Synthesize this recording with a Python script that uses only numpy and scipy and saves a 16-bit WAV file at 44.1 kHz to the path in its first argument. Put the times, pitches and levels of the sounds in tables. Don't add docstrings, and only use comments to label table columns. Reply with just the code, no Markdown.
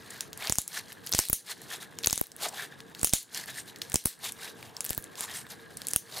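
import sys
import numpy as np
from scipy import signal
from scipy.fft import rfft, irfft
from scipy.io import wavfile
from scipy.ndimage import uniform_filter1d

SR = 44100
rng = np.random.default_rng(int(sys.argv[2]) if len(sys.argv) > 2 else 0)


def unload_audio(sound):
    columns = np.transpose(np.atleast_2d(sound))
    steps = np.round(np.clip(columns, -1, 1) * 32767)
    wavfile.write(sys.argv[1], SR, steps.astype(np.int16))


N = 273420

# peak in seconds, rise in seconds, fall in seconds, fizz level
# in dB, squelch level in dB, pitch of the low hollow in Hz, pitch of the high hollow in Hz.
PEEL_STROKES = [(0.15, 0.19, 0.15, -52.5, -53.5, 1790, 4300),
                (0.45, 0.089, 0.087, -39.5, -36.5, 2180, 4300), (0.767, 0.11, 0.061, -35, -40, 1740, 4200),
                (0.87, 0.16, 0.11, -57.5, -65, 1800, 4160), (1.08, .1, 0.038, -52.5, -63, 1800, 4340),
                (1.24, .08, 0.08, -55, -47, 1800, 4200), (1.497, 0.074, 0.059, -35.5, -39.5, 2010, 4300),
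                (1.64, 0.27, 0.07, -54.5, -65, 1810, 4150), (1.736, 0.087, 0.069, -41, -43, 1780, 3430),
                (1.82, 0.03, 0.055, -49, -58, 1730, 3830), (2.44, 0.076, 0.067, -35.5, -38, 686, 4400),
                (2.588, 0.093, 0.13, -41.5, -41, 1780, 3640), (2.99, 0.06, 0.12, -52.5, -66, 1620, 4300),
                (3.38, 0.096, 0.09, -37, -44, 1760, 4330), (3.491, 0.034, 0.045, -44, -46.5, 1700, 3780),
                (3.588, 0.087, 0.056, -39, -46, 1800, 8700), (3.698, 0.063, 0.024, -52, -63, 1760, 4030),
                (3.87, 0.12, 0.081, -59, -74, 1770, 4200), (4.248, 0.059, 0.062, -36, -42, 980, 3800),
                (4.287, 0.065, 0.039, -40, -45, 2395, 3600), (4.462, 0.15, 0.091, -42.5, -46.5, 1690, 3840),
                (4.62, 0.11, 0.13, -60, -69, 820, 2780), (4.92, 0.19, 0.1, -56, -70, 1760, 4200),
                (5.217, 0.074, 0.066, -36, -45, 1090, 7200), (5.315, 0.073, 0.045, -42.5, -45, 1820, 3500),
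                (5.375, 0.068, 0.079, -42, -52.5, 1740, 8500), (5.519, 0.036, 0.035, -46, -53, 1760, 4100),
                (5.84, 0.22, .3, -58, -68, 1780, 4400), (6.19, .18, 0.15, -42.5, -48.5, 667, 4300)]
# start in seconds, thud level in dB, level of the left-against-right swing in dB,
# its side (+1 left pushes, -1 right pushes), level of the fizz let go in dB.
HARD_POPS = [(0.4991, -20.5, -20, 1, -49), (0.5245, -30, -37, 1, -53), (0.5859, -20, -26, -1, -66),
             (1.1374, -33, -34, 1, -35), (1.148, -16.5, -19, 1, -42), (1.1924, -15, -20, 1, -29),
             (1.3, -17, -19, 1, -44), (1.3316, -28, -12, 1, -40), (2.0738, -19, -20, -1, -34),
             (2.109, -55, -20, 1, -62), (2.1297, -20, -12.5, 1, -44), (2.177, -58, -22, 1, -60),
             (2.214, -26, -5.5, -1, -53), (3.0318, -23.5, -17.5, 1, -48), (3.0458, -49, -14, -1, -40.5),
             (3.136, -13.5, -5, 1, -26.5), (3.9435, -19, -18, 1, -38), (3.9574, -20, -22, 1, -49),
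             (4.0574, -13.5, -24, -1, -39.5), (4.9072, -27, -22, -1, -77), (4.9794, -27, -22, 1, -77),
             (5.9367, -41, -24, 1, -61), (5.9625, -24.5, -28, 1, -55)]


def gain_of(db):
    return 10 ** (np.asarray(db) / 20)


def evened(x):
    return x / np.sqrt(np.mean(x ** 2) + 1e-20)


def read(points, hz):
    f, value = np.transpose(points)
    return np.interp(np.log(hz + 1), np.log(f + 1), value)


def add(mix, s, sound):
    part = mix[..., round(s * SR):][..., :sound.shape[-1]]
    part += sound[..., :part.shape[-1]]


def coloured(x, spectrum):
    gains = gain_of(read(spectrum, np.fft.rfftfreq(len(x), 1 / SR)))
    return evened(irfft(rfft(x) * gains, len(x)))


def wander(seconds):
    size = max(round(seconds * SR), 2)
    return evened(uniform_filter1d(uniform_filter1d(rng.standard_normal(N), size), size))


def hum():
    # frequency in Hz, relative level in dB per Hz.
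    hum_shape = [(15, -40), (25, -55), (121, 5), (445, -1), (600, -6.5), (1180, -8), (1640, -14.5),
                 (1930, -18.5), (3700, -45), (5130, -95), (15200, -90), (16500, -30)]
    # frequency in Hz, correlation from 0 to 1.
    likeness = [(60, 0.34), (240, 0.4), (950, 0.073), (3770, 0.13), (15000, 0.48)]
    # centre in Hz, width in Hz, median level in dB against the broad noise.
    whirrs = [(459, 33, -11), (1639, 106, -10.5)]
    frames, hz = N // 256 + 5, np.fft.rfftfreq(1024, 1 / SR)
    a, b, c, d, patches = rng.standard_normal((frames, 513, 5)).T
    patches = evened(uniform_filter1d(uniform_filter1d(patches, 8, 0), 14, 1))
    same = np.clip(read(likeness, hz), -1, 1)[:, None]
    left = a + 1j * b
    right = same * left + np.sqrt(1 - same ** 2) * (c + 1j * d)
    spectra = np.array([left, right]) * gain_of(read(hum_shape, hz)[:, None] + 2 * patches)
    out = evened(signal.istft(spectra, nperseg=1024, noverlap=768)[1][:, :N])
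    for centre_hz, width_hz, db in whirrs:
        band = signal.iirpeak(centre_hz, centre_hz / width_hz, SR)
        whirr = evened(signal.filtfilt(*band, rng.standard_normal(N)))
        out = out + gain_of(db + 2 * wander(0.084)) * whirr
    return gain_of(-53) * out


def grains(low_hz, high_hz, cycles, per_s, spread_db, count):
    out = np.zeros(N)
    clump = gain_of(4.5 * wander(0.0036))
    for hz in np.geomspace(low_hz, high_hz, count):
        u = np.arange(int(3 * cycles * SR / hz)) * hz / SR
        ring = np.sin(2 * np.pi * u * (1 + 0.017 * u)) * np.exp(-u / cycles) * np.minimum(u, 1)
        ring = ring * hz ** .5 / np.linalg.norm(ring)
        snaps = rng.random(N) < per_s / count / SR * clump
        size = gain_of(spread_db * np.minimum(rng.exponential(1, N), 5))
        out += signal.oaconvolve(size * snaps, ring)[:N]
    return evened(out)


def swell(rise_s, fall_s):
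    t = np.arange(0, rise_s + fall_s, 1 / SR)
    ramp = np.clip(np.minimum(t / rise_s, (rise_s + fall_s - t) / fall_s), 0, 1)
    return np.sin(np.pi / 2 * ramp) ** 2.84


def efforts():
    rest_fizz_db, rest_squelch_db = -61.5, -58
    after_rise_s, after_fizz_s, after_squelch_s = 0.0027, 0.14, 0.074
    after_squelch_db = -14
    fizz, squelch = np.zeros((2, N + SR))
    for s, rise_s, fall_s, fizz_db, squelch_db, _, _ in PEEL_STROKES:
        stroke = swell(rise_s, fall_s)
        add(fizz, 1 + s - rise_s, gain_of(fizz_db) * stroke)
        add(squelch, 1 + s - rise_s, gain_of(squelch_db) * stroke)
    for s, *_, fizz_db in HARD_POPS:
        add(fizz, 1 + s, gain_of(fizz_db) * swell(after_rise_s, after_fizz_s))
        add(squelch, 1 + s, gain_of(fizz_db + after_squelch_db) * swell(after_rise_s, after_squelch_s))
    return fizz[SR:] + gain_of(rest_fizz_db), squelch[SR:] + gain_of(rest_squelch_db)


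def hollows():
    shift_s = 0.014
    s, rise_s, *_, low_hz, high_hz = np.transpose(PEEL_STROKES)
    starts = np.maximum.accumulate(s - rise_s / 2)
    stroke = np.maximum(np.searchsorted(starts, np.arange(N) / SR) - 1, 0)
    return [uniform_filter1d(hz[stroke], round(shift_s * SR)) for hz in (low_hz, high_hz)]


def resonate(x, hz, width_hz):
    turn = np.exp(2j * np.pi * np.cumsum(hz) / SR)
    r = np.exp(-np.pi * width_hz / SR)
    return evened((turn * signal.lfilter([1 - r], [1, -r], x / turn)).real)


def peel():
    # frequency in Hz, relative gain in dB.
    fizz_shape = [(1180, -70), (2000, 10.5), (2490, -2.5), (3710, -0.5), (10700, -2), (15100, -7.5),
                  (16100, -38), (16500, -48)]
    squelch_shape = [(240, -46), (400, 11), (524, -2), (673, 9), (989, 5.5), (1820, 6), (2490, 0.5),
                     (4000, 6), (5200, -4), (8800, -120)]
    fizz_gain, squelch_gain = efforts()
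    low_hz, high_hz = hollows()
    fizz = grains(2525, 14000, cycles=4.0, per_s=9000, spread_db=3.0, count=16)
    fizz = fizz + 0.34 * rng.standard_normal(N)
    squelch = grains(477, 3254, cycles=2.65, per_s=4000, spread_db=4.0, count=14)
    squelch = squelch + 1.1 * rng.standard_normal(N)
    fizz = coloured(fizz, fizz_shape) + 0.41 * resonate(fizz, high_hz, width_hz=510)
    clumps = gain_of(4 * wander(.012))
    squelch = coloured(squelch, squelch_shape) + .6 * clumps * resonate(squelch, low_hz, width_hz=280)
    grip = gain_of(2 * wander(0.025))
    return grip * (evened(fizz) * fizz_gain + evened(squelch) * squelch_gain)


def small_pops():
    each, within_s = 3, .035
    when, level, pitch, length = rng.standard_normal((len(HARD_POPS) * each, 4)).T
    s = np.repeat([row[0] for row in HARD_POPS], each) + within_s * when
    db = -33 + 3 * level
    ring_hz = 9600 + 2200 * np.tanh(pitch)
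    ms = .9 * gain_of(2.3 * length)
    return list(zip(s, db, ring_hz, ms))


def pops(skirt_db=-14, unlike=0.25, wider=2.16):
    # start in seconds, level in dB before the microphones saturate,
    # pitch of the ring in Hz, length scale in ms.
    air_pockets = [(0.1044, -37.5, 8500, 5.6), (0.2073, -21.5, 6900, 2.3), (0.331, -26.5, 4450, 0.89),
                   (0.3748, -35, 9700, 3.8), (0.4724, -17, 4600, 0.57), (0.4969, -4, 8300, 0.27),
                   (0.5236, -5, 7850, 0.75), (0.5556, -17.5, 8140, 1.1), (0.5846, 1.5, 8200, 0.9),
                   (0.617, -19.5, 11300, 1.3), (0.6779, -21, 9600, 2.3), (0.7296, -39, 5950, 4.3),
                   (0.9203, -39, 2980, 3.5), (0.9274, -35.5, 9800, 1.9), (1.0637, -33, 11300, 4),
                   (1.0707, -30.5, 5600, 3.4), (1.119, -22, 11700, 2), (1.1259, -11.5, 4700, 0.63),
                   (1.1366, -9, 5600, 0.89), (1.1486, -15, 5630, 3.3), (1.1673, -24, 6200, 2.2),
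                   (1.1831, -13, 10300, 1.6), (1.1895, 7, 7340, 1.4), (1.198, -9, 10700, 3),
                   (1.2203, -24, 7500, 1.1), (1.2374, -24, 4630, 2.2), (1.254, -19, 11400, 1.1),
                   (1.2862, -14.5, 11100, 1), (1.2984, -7.5, 13500, 2), (1.3297, 6.5, 11040, 2.07),
                   (1.617, -40, 9700, 3.1), (1.987, -27.5, 6800, 2), (2.0352, -28, 4050, 2.2),
                   (2.0433, -21, 4170, 0.92), (2.046, -16.5, 3600, 1), (2.0604, -13, 11800, 0.8),
                   (2.0711, -6.5, 6400, 1.9), (2.082, -17, 10000, 1.1), (2.098, -17, 5000, 2.7),
                   (2.108, -11.5, 7160, 1.4), (2.1284, -1.5, 7500, 1.25), (2.158, -15, 10000, 1.1),
                   (2.1774, -10.5, 7700, 1.6), (2.1963, -20, 13500, 0.7), (2.2122, -11.5, 12000, 1.3),
                   (2.239, -27, 12100, 1.6), (2.2691, -26, 12800, 0.75), (2.3177, -33, 6400, 2.2),
                   (2.3649, -27, 9700, 0.51), (2.4848, -33.5, 7550, 9), (2.804, -37, 4120, 2),
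                   (2.899, -52, 8900, 1.5), (2.949, -34.5, 4040, 2), (3.0137, -29, 8000, 1.8),
                   (3.0308, -18, 9500, 2.5), (3.0456, 9, 9840, 0.82), (3.072, -8, 7550, 1.3),
                   (3.0945, -12.5, 8300, 0.68), (3.1283, -19, 4360, 1.6), (3.1348, 12.5, 8250, 1.4),
                   (3.184, -14, 9000, 1.1), (3.2294, -25, 12100, 0.91), (3.3468, -16.5, 7850, 0.55),
                   (3.459, -36, 10500, 1.4), (3.4802, -40, 5900, 2.5), (3.7602, -36.5, 4130, 2.1),
                   (3.787, -42, 9500, 1), (3.8171, -26, 4350, 4), (3.8984, -34.5, 8900, 1.7),
                   (3.9195, -22, 4500, 0.49), (3.9424, -11.5, 8800, 1.3), (3.9574, -1.5, 7500, 1.4),
                   (3.9683, -19, 7400, 1.5), (4.0536, -23, 12300, 1.2), (4.0567, 4.5, 11830, 1.19),
                   (4.0704, -1, 10100, 0.43), (4.191, -40, 10000, 1.4), (4.3214, -28.5, 9350, 2.1),
                   (4.6275, -36.5, 2300, 2.7), (4.665, -50, 10500, 1.4), (4.767, -28, 5140, 1.6),
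                   (4.8067, -18.5, 7860, 1.36), (4.8439, -27, 11900, 1.7), (4.8496, -21.5, 12400, 1.3),
                   (4.863, -27, 8000, 2.1), (4.8932, -24, 7800, 1.3), (4.9014, -24, 10400, 0.86),
                   (4.9057, -16, 12200, 0.93), (4.9313, -19, 9800, 0.45), (4.9482, -30, 10800, 1.1),
                   (4.9782, -17.5, 14400, 1.05), (5.155, -36, 5100, 1.5), (5.2082, -16.5, 10600, 0.56),
                   (5.2333, -47, 6130, 1.2), (5.4661, -41.5, 2200, 3.1), (5.7705, -31, 8900, 3.6),
                   (5.8184, -24.5, 3140, 0.63), (5.8698, -19, 9300, 0.95), (5.885, -17, 10400, 0.76),
                   (5.9059, -35.5, 7450, 8.5), (5.9346, -13, 9100, 0.89), (5.9612, -1, 10200, 0.91)]
    out, around = np.zeros((2, N)), np.zeros(N)
    hz, t = np.fft.rfftfreq(512, 1 / SR), np.arange(512) / SR
    rows = [*air_pockets, *small_pops()]
    puffs = rng.standard_normal((len(rows), 2, 512))
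    skirt = gain_of(skirt_db) * hz / (hz + 500)
    for (s, db, ring_hz, ms), puff in zip(rows, puffs):
        off = (hz - ring_hz) / (1920 + 0.036 * ring_hz)
        tone = irfft(rfft(puff) * (np.exp(-(off / 0.7) ** 2 / 2) + skirt))
        tone = tone / np.sqrt(uniform_filter1d(tone ** 2, 24, mode="wrap"))
        u = t * 1000 / ms
        decay = np.exp(-.4 * u - np.maximum(u - .8, 0) / .25)
        shape = gain_of(db) * np.minimum(t / .0001, 1) * decay
        apart = unlike * np.minimum(u, 1) * tone[1]
        add(out, s, np.array([tone[0] + apart, tone[0] - apart]) * shape)
        bands = gain_of(5 * np.cos(hz / 520 + 2 * puff[0, 0]))
        click = irfft(bands * np.exp(-(off / wider) ** 2 / 2) + skirt / 2)
        click = np.roll(click, 48)[:96]
        add(around, s, click * np.linalg.norm(shape) / np.linalg.norm(click))
    return out, around


def room(x, unlike=0.022, build_s=0.00057):
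    # frequency in Hz, time to fall by 60 dB in seconds.
    decay_times = [(500, 0.1), (1300, 0.077), (3500, 0.16), (9000, 0.19), (15000, 0.12)]
    hz, t, z = signal.stft(rng.standard_normal((2, SR // 2)), SR, nperseg=128)
    tail = signal.istft(z * gain_of(-60 * t / read(decay_times, hz)[:, None]), SR, nperseg=128)[1]
    tail = tail * (1 - np.exp(-np.arange(tail.shape[1]) / SR / build_s))
    sides = np.diff(tail[1], 2, append=[0, 0]) * np.array([[1], [-1]])
    tail = tail[0] + unlike * sides
    return signal.fftconvolve(x[None], tail / np.linalg.norm(tail[0]), axes=1)[:, :N]


def swing(seconds, settle_hz):
    u = np.arange(1500) / SR / seconds
    push = signal.lfilter(*signal.butter(2, settle_hz, "high", fs=SR), u ** 2 * np.exp(-u))
    return push / push.max()


def thuds(snap=0.82, uneven=0.11):
    out, against = np.zeros((2, N)), swing(0.00016, 97)
    common = -swing(0.0004, 37.5) - snap * swing(0.00014, 225)
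    for s, common_db, against_db, side, _ in HARD_POPS:
        both = gain_of(common_db) * common
        apart = np.sign(side) * gain_of(against_db) * (against - uneven * common)
        add(out, s, np.array([both + apart, both - apart]))
    return out


def scene():
    (burst, around), wet = pops(), peel()
    treble = 0.037 * np.diff(wet, 2, append=[0, 0])
    near = (burst + np.array([wet + treble, wet - treble])) * gain_of([[.3], [-.3]])
    air = near + gain_of(-12.0) * room(around) + gain_of(-14) * room(wet) + hum()
    ceiling, lean = .5, 0.23
    return ceiling * (np.tanh(air / ceiling + lean) - np.tanh(lean)) + thuds()


def record(dry):
    power_db = 10 * np.log10(abs(uniform_filter1d((dry ** 2).mean(0), 132)) + 1e-12)
    fall = np.arange(N) * 55.2 / SR
    held_db = np.maximum.accumulate(power_db + fall) - fall
    over_db = np.maximum(held_db + 24.0, 0)
    late = np.roll(uniform_filter1d(over_db, 90), 190)
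    ducked = dry / gain_of(0.83 * late)
    band_limit = signal.firwin(511, 15900, window=("kaiser", 9), fs=SR)
    return signal.oaconvolve(ducked, band_limit[None], "same")


dry = scene()
out = record(dry)
unload_audio(out)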